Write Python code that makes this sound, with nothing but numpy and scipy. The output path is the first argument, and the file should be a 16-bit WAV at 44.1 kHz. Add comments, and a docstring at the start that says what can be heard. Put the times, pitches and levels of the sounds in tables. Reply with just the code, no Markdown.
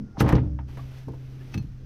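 """Inside a small aluminium boat adrift on a river, the motor silent: filtered noise for water and air, sines for hull hum.
Something heavy is shifted and knocks on the hull in a dense run of thuds; struck modes and noise boom and rattle.
Gliding tones squeak, rough noise scrapes between the blows, and hard contacts crack and ring, two after a brief slide.
Then a sleeve brushes past as smoother noise; lighter knocks follow at about one second, then more with
two clinks of a small metal fitting, made of decaying sines."""
import sys
import numpy as np
from scipy import signal
from scipy.fft import rfft, irfft, next_fast_len
from scipy.io import wavfile
from scipy.ndimage import uniform_filter1d

SR = 44100
rng = np.random.default_rng(int(sys.argv[2]) if len(sys.argv) > 2 else 0)


def file_out(sig):
    """Save sig as 16-bit WAV at sys.argv[1]."""
    # one column per channel
    cols = np.atleast_2d(sig).T
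    # limit, then scale
    lim = np.clip(cols, -1, 1)
    pcm = np.round(lim * 32767).astype(np.int16)
    wavfile.write(sys.argv[1], SR, pcm)


N = 81585

# water washing along the hull: t/s, level/dB
WASH_LEVEL = [(0, -44.5), (0.15, -56.5), (0.5, -59.5), (0.8, -49), (1.0, -57.5), (1.3, -52.5), (1.5, -47.5),
              (1.6, -47.5), (1.72, -75), (1.82, -53)]
# tone of the wash: f/Hz, level/dB
WASH_COLOUR = [(30, 4), (60, -2.5), (120, -3), (330, -3.5), (440, -6), (580, -18), (1000, -34),
               (3000, -53.5), (15000, -76.5)]
# tone of the still outdoor air: f/Hz, level/dB
AIR_COLOUR = [(20, -3), (32, -3), (70, -1.5), (160, -13), (380, -28.5), (650, -45), (1000, -40),
              (1450, -36), (2500, -47), (3800, -50), (5300, -44.5), (8000, -53), (15000, -60.5)]
AIR_DB = -45.5

# swells and dips of the hull's hum: t/s, level/dB
HUM_LEVEL = [(0, -35.5), (0.2, -67), (0.55, -32.5), (0.72, -38), (0.82, -35.5), (0.93, -41.5), (1.03, -43),
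             (1.17, -39.5), (1.25, -39.5), (1.45, -40), (1.7, -43.5), (1.85, -45.5)]
# partials of the hum: f/Hz, level/dB, unsteadiness/0-1
HUM_PARTIALS = [(129.6, -1.5, 0.1), (58.7, -20.5, 0), (212.8, -24.5, 0.4), (270, -20, 0.26), (290, -31, .6)]

# heavy, soft blows on the hull: t/s, relative level/dB, centre f/Hz,
# spread to each side/octaves, gain of hull ring and boom/dB
THUDS = [(0.0, -9.5, 217.6, 0.24, -7), (0.028, -15, 227, 0.097, -25), (0.179, -15.5, 183, 0.56, 3),
         (0.206, -3, 185, 1.2, 6.5), (0.224, -6, 343, 0.47, -11), (0.244, -10.5, 123, 0.97, 9),
         (0.294, -9, 170, 1.37, -4.5), (0.3296, 0, 150.4, 1.66, 1), (0.361, -20.5, 201, 0.85, -5.5),
         (0.386, -9, 153, 0.86, 4.5), (0.417, -15, 139.4, 1, 0), (0.458, -18, 84.3, 0.99, 10.5),
         (1.072, -20.5, 115.3, 1.1, -8), (1.081, -19.5, 330, 0.53, 0), (1.121, -52, 197.4, 1.1, -10),
         (1.135, -32.5, 467, 0.25, -14), (1.547, -17, 267.5, 0.42, -9), (1.554, -14.5, 130.7, 1.07, -0.5),
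         (1.574, -12.5, 137, 0.81, -13.5), (1.597, -23.5, 90.5, 1.1, 2), (1.64, -21, 199, 0.33, 3),
         (1.674, -22, 50, 0.78, 3)]
# broad, quickly damped resonances of floor and sides: f/Hz, relative level/dB, t60/s
PLATE_MODES = [(57.6, -4.5, 0.17), (100, -4.5, 0.28), (124, 3, 0.1885), (152.7, -7, 0.3),
               (160.2, -4.5, 0.13), (203.2, -3, 0.15), (260.3, -3.5, 0.15), (287.2, -5.5, 0.13),
               (321.2, -4.5, 0.19), (394.3, -8.5, 0.081), (436.2, -7.5, 0.21), (486.7, -5, 0.13),
               (520.8, -16.5, 0.26)]
# long rings of the whole hull: f/Hz, relative level/dB, t60/s
HULL_MODES = [(68.18, -8, 0.81), (96, -21.5, 1), (130.2, -16.5, 0.76), (165.4, -23.5, 0.28),
              (299.36, -17, 0.73), (570.6, -22, 0.75)]
RATTLE_DB, RATTLE_T60_S, RATTLE_TOP_HZ = -18.5, 0.14, 483
BOOM_DB, BOOM_T60_S, BOOM_TOP_HZ = -22, 0.7, 194.4  # before each blow's own ring gain
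PUSH_S = 0.0015  # time constant of a soft blow's onset
PUSH_TOP = 1.445  # steep treble roll-off, as a multiple of the blow's upper band edge

# faint squeaks of things sliding on metal: t/s, half length/s, f/Hz, level/dB
SQUEAKS = [(0.165, .014, 800, -48), (0.11, .06, 1400, -64), (0.797, .009, 1170, -44),
           (1.413, .009, 1760, -55)]

# the load scraping on the hull: t/s, level/dB
SCRAPE_LEVEL = [(0.14, -68.5), (0.175, -52), (0.2, -34.5), (0.235, -31.5), (0.275, -31.5), (0.31, -27),
                (0.38, -38.5), (0.42, -46.5), (0.5, -58), (0.58, -72)]
# tone of the scrape: f/Hz, level/dB
SCRAPE_COLOUR = [(100, -19.5), (300, 6), (800, 2.5), (1600, -13.5), (3000, -20.5), (6000, -33.5),
                 (10000, -39), (15000, -46.5)]

# hard contacts: t/s, relative level/dB, low edge f/Hz, high edge f/Hz,
# relative treble snap level/dB, ring t60/s
CLACKS = [(0.1698, -22.5, 390, 830, -34, 0.043), (0.2025, -12, 970, 3000, -2.5, 0.0127),
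          (0.207, -7, 300, 1530, -8.5, 0.066), (0.221, -25.5, 403, 1797, -1, 0.048),
          (0.241, -19, 400, 960, -24, .12), (0.262, -21, 500, 1350, -18, 0.16),
          (0.279, -18, 467, 1210, -12.5, 0.26), (0.289, -15, 600, 1850, -5.5, 0.035),
          (0.298, -15, 500, 1460, -22, 0.052), (0.3225, -8, 750, 1280, -19, 0.073),
          (0.333, -19, 300, 760, -39, 0.094), (0.352, -26.5, 697.7, 3500, -12.5, 0.067),
          (0.365, -24.5, 500, 1800, -27, 0.16), (0.382, -21, 600, 1250, -41, 0.053),
          (0.5885, -26.5, 850, 1340, -54, 0.087), (0.687, -40.5, 453.7, 1200, -20, 0.14),
          (0.7718, -27.5, 344, 1060, -14, 0.17), (1.0825, -28, 251, 750, -13.5, 0.086),
          (1.1351, -32, 450, 810, -18, .06), (1.541, -27, 815, 2820, -0.5, 0.066),
          (1.5761, -33, 1010, 3300, -3.5, 0.03), (1.594, -42, 330, 790, -21, 0.088),
          (1.624, -59.5, 900, 4000, 16, 0.075)]
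# sheet-metal rings after a hard contact: f/Hz, relative level/dB, t60/s
SHEET_MODES = [(683, -3.5, 0.15), (774, -4.5, 0.075), (816, -2, 0.13), (913, 2, 0.059), (933, -0.5, 0.046),
               (1049, -6.5, .12), (1205, -6, 0.071), (1234, -9.5, 0.11), (1393, -10, 0.047),
               (1690, -3, 0.075), (1836, -5, 0.083), (2085, -16.5, 0.059), (2700, -24, 0.087),
               (3600, -23.5, 0.1)]
SHEET_DB = -16  # modal ring against the dense noise
CRACK_S, CONTACT_S = 0.0055, 0.0011  # time constants of crack decay and contact onset
GRIT_DB = 3.0  # unevenness of the tiny contacts
SNAP_T60_S, SNAP_LOW_HZ = 0.046, 3640
BODY_TOP = 2.27  # steep treble roll-off, as a multiple of the contact's high edge

# short, bright slides building up to a hard contact: contact t/s, level/dB, build-up time constant/s
SLIDES = [(0.203, -32.5, 0.0074), (0.288, -45, .007), (1.542, -51, 0.012)]
# tone of a slide: f/Hz, level/dB
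SLIDE_COLOUR = [(300, -10), (1500, -13), (2800, -1.5), (6000, -3), (8000, -16.5), (15000, -14.5)]

# sleeve brushing past: t/s, level/dB
SLEEVE_LEVEL = [(0.665, -77), (0.685, -57), (0.78, -54), (0.88, -56), (0.99, -54.5), (1.06, -61),
                (1.22, -61.5), (1.4, -58.5), (1.52, -56.5), (1.62, -61.5), (1.68, -66.5), (1.85, -66.5)]
# tone of the cloth: f/Hz, level/dB
SLEEVE_COLOUR = [(200, 1), (600, 8), (1200, 1), (2600, 1.5), (4000, -3.5), (6000, -8.5), (9000, -10),
                 (12500, -8), (15500, -11.5)]

# clinks of a small metal fitting: t/s, level/dB
CLINKS = [(1.54, -38.5), (1.577, -39.5)]
# modes of the fitting: f/Hz, relative level/dB, t60/s
FITTING_MODES = [(2600, -4, 0.076), (3240, -7, 0.024), (4226, -18.5, 0.15), (6070, -14, 0.08),
                 (10100, -11, .04), (12080, -15.5, 0.041)]

# microphone colour: f/Hz, left level/dB, right level/dB
MIC_COLOUR = [(20, 0, 0), (4500, -0.5, -0.5), (6230, 1, 1), (6720, -5.5, -6), (9300, -7.5, -8.5),
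              (9200, -2, -2.5), (10900, -12.5, -11), (11350, -12.5, -6.5), (11970, 2.5, -13.5),
              (13600, -1, -25), (14100, -29.5, -23), (16000, -16.5, -10)]
TOP_HZ = 15800


def undb(db):
    """Decibels to gain."""
    return 10 ** (np.asarray(db) / 20)


def unit(x):
    """Scale to rms 1."""
    return x / np.sqrt(np.mean(x ** 2))


def curve(points):
    """Gain over time, drawn straight in dB between (t/s, level/dB) points."""
    times, levels = np.array(points).T
    return undb(np.interp(np.arange(N) / SR, times, levels))


def colour(x, points):
    """Minimum-phase filter through (f/Hz, level/dB) points."""
    size = next_fast_len(N + 8192, real=True)
    size += size % 2
    hz, db = np.array(points, float).T
    bins = np.fft.rfftfreq(size, 1 / SR)
    gain = undb(np.interp(np.log(bins + 1), np.log(hz), db))
    # folding the cepstrum forward makes the filter causal
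    cepstrum = irfft(np.log(gain))
    cepstrum[1:size // 2] *= 2
    cepstrum[size // 2 + 1:] = 0
    response = np.exp(rfft(cepstrum))
    return irfft(rfft(x, size) * response)[:N]


def edge(x, hz, kind, order=2):
    """Low-pass or high-pass."""
    corner = min(hz, SR / 2 - 1000)
    return signal.sosfilt(signal.butter(order, corner, kind, fs=SR, output="sos"), x)


def fade(t, t60):
    """Exponential decay, down 60 dB after t60 seconds."""
    return np.exp(-np.log(1000) * t / t60)


def ring(modes, t, scatter_db=0):
    """Struck modes as decaying sines; scatter varies their strengths as the spot that is hit would."""
    out = np.zeros(len(t))
    for hz, db, t60 in modes:
        strength = undb(db + scatter_db * rng.standard_normal())
        out += strength * fade(t, t60) * np.sin(2 * np.pi * hz * t)
    return out


def grit(size, rough_db):
    """Noise made of tiny contacts, its strength jumping 1500 times a second."""
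    hold = SR // 1500
    steps = np.repeat(rng.standard_normal(size // hold + 1), hold)[:size]
    return unit(rng.standard_normal(size) * undb(rough_db * steps))


def walk(rate):
    """Smooth random drift of rms 1, with a new target rate times a second."""
    k = max(int(SR / rate), 1)
    steps = np.repeat(rng.standard_normal(N // k + 1), k)[:N]
    return unit(uniform_filter1d(uniform_filter1d(steps, k), k))


def add(out, start, x):
    """Mix a sound in at its time."""
    i = max(int(start * SR), 0)
    out[i:i + len(x)] += x[:N - i]


def river():
    """Water washes against the hull as unsteady noise, under faint steady outdoor air."""
    wash = unit(colour(rng.standard_normal(N), WASH_COLOUR))
    wash = wash * curve(WASH_LEVEL) * undb(1.5 * walk(19.1))
    air = unit(colour(rng.standard_normal(N), AIR_COLOUR)) * undb(AIR_DB)
    return wash + air


def hum():
    """The hull hums in low partials; most waver in strength and phase."""
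    t = np.arange(N) / SR
    partials = np.zeros(N)
    for hz, db, unsteadiness in HUM_PARTIALS:
        waver = 1 + unsteadiness * (walk(12.3) + 1j * walk(16))
        partials += undb(db) * np.real(waver * np.exp(2j * np.pi * hz * t))
    return unit(partials) * curve(HUM_LEVEL)


def thuds():
    """Soft blows push the plates, set the whole hull booming and shake loose gear."""
    out, t = np.zeros(N), np.arange(SR) / SR
    plates, hull = ring(PLATE_MODES, t), ring(HULL_MODES, t)
    for start, db, hz, octaves, ring_db in THUDS:
        rattle = unit(edge(rng.standard_normal(len(t)), RATTLE_TOP_HZ, "low", order=4))
        rattle = rattle * fade(t, RATTLE_T60_S) * undb(RATTLE_DB)
        boom = unit(edge(rng.standard_normal(len(t)), BOOM_TOP_HZ, "low", order=3))
        boom = boom * fade(t, BOOM_T60_S) * undb(BOOM_DB)
        modes = undb(-12) * (plates + undb(ring_db) * hull)
        body = modes + rattle + undb(ring_db) * boom

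        # a narrow or wide push picks which part of the body speaks
        spread = 2 ** np.clip(octaves, .1, 3)
        push = signal.butter(2, [hz / spread, hz * spread], "band", fs=SR, output="sos")
        body = edge(body, PUSH_TOP * hz * spread, "low", order=4)
        onset = 1 - np.exp(-t / PUSH_S)
        add(out, start, -undb(db) * signal.sosfilt(push, body * onset))
    return out


def squeaks():
    """Things squeak as they slide on metal: short swelling tones of unsteady pitch."""
    out, t = np.zeros(N), np.arange(N) / SR
    for at, half_length_s, hz, db in SQUEAKS:
        pitch = hz * (1 + 0.018 * walk(150))
        swell = np.exp(-((t - at) / half_length_s) ** 2)
        out += undb(db) * swell * np.sin(2 * np.pi * np.cumsum(pitch) / SR)
    return out


def scrape():
    """The load scrapes on the hull among its blows: rough noise that stops at its last level point."""
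    rough = unit(colour(grit(N, rough_db=2), SCRAPE_COLOUR))
    moving = np.arange(N) / SR < SCRAPE_LEVEL[-1][0]
    return rough * curve(SCRAPE_LEVEL) * moving


def clacks():
    """Hard contacts: a crack, a dense tinny ring of the sheet metal and a short bright snap."""
    out, t = np.zeros(N), np.arange(SR // 2) / SR
    for start, db, low_hz, high_hz, snap_db, t60 in CLACKS:
        decay = fade(t, max(t60, .01)) + 0.89 * np.exp(-t / CRACK_S)
        dense = grit(len(t), GRIT_DB) * decay
        body = dense + undb(SHEET_DB) * ring(SHEET_MODES, t, scatter_db=5.0)
        body = edge(edge(body, low_hz, "high"), high_hz, "low")
        body = edge(body, BODY_TOP * high_hz, "low", order=4)
        snap = edge(grit(len(t), GRIT_DB), SNAP_LOW_HZ, "high", order=1)
        snap = snap * fade(t, SNAP_T60_S) * undb(snap_db - 6)
        onset = 1 - np.exp(-t / CONTACT_S)
        add(out, start, undb(db - 3.5) * (body + snap) * onset)
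    return out


def slides():
    """Surfaces slide for an instant before they meet: bright noise swells, then stops dead."""
    t, swell = np.arange(N) / SR, np.zeros(N)
    for at, db, rise_s in SLIDES:
        swell += undb(db) * np.exp(-np.abs(t - at) / rise_s) * (t < at)
    return swell * unit(colour(rng.standard_normal(N), SLIDE_COLOUR))


def sleeve():
    """Cloth slides past: noise with a milder grain than the scrape and a slight drift in level."""
    cloth = unit(colour(grit(N, rough_db=1.5), SLEEVE_COLOUR))
    return cloth * curve(SLEEVE_LEVEL) * undb(0.72 * walk(34.93))


def clinks():
    """A small metal fitting rings in its own modes as it is knocked."""
    out, t = np.zeros(N), np.arange(SR // 2) / SR
    for start, db in CLINKS:
        add(out, start, undb(db) * ring(FITTING_MODES, t, scatter_db=4.5))
    return out


def scene():
    """Everything is close and in the open air, placed in the middle."""
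    background = river() + hum()
    load = thuds() + squeaks() + scrape() + clacks() + slides()
    boat = background + load + sleeve() + clinks()
    return np.array([boat, boat])


def record(dry):
    """Two body-worn microphone ports, differing only in the treble; a steep filter cuts the top."""
    mic = np.array(MIC_COLOUR, float)
    left = colour(dry[0], mic[:, [0, 1]])
    right = colour(dry[1], mic[:, [0, 2]])
    top_cut = signal.ellip(8, .2, 70, TOP_HZ, fs=SR, output="sos")
    return signal.sosfilt(top_cut, np.array([left, right]))


dry = scene()
out = record(dry)
file_out(out)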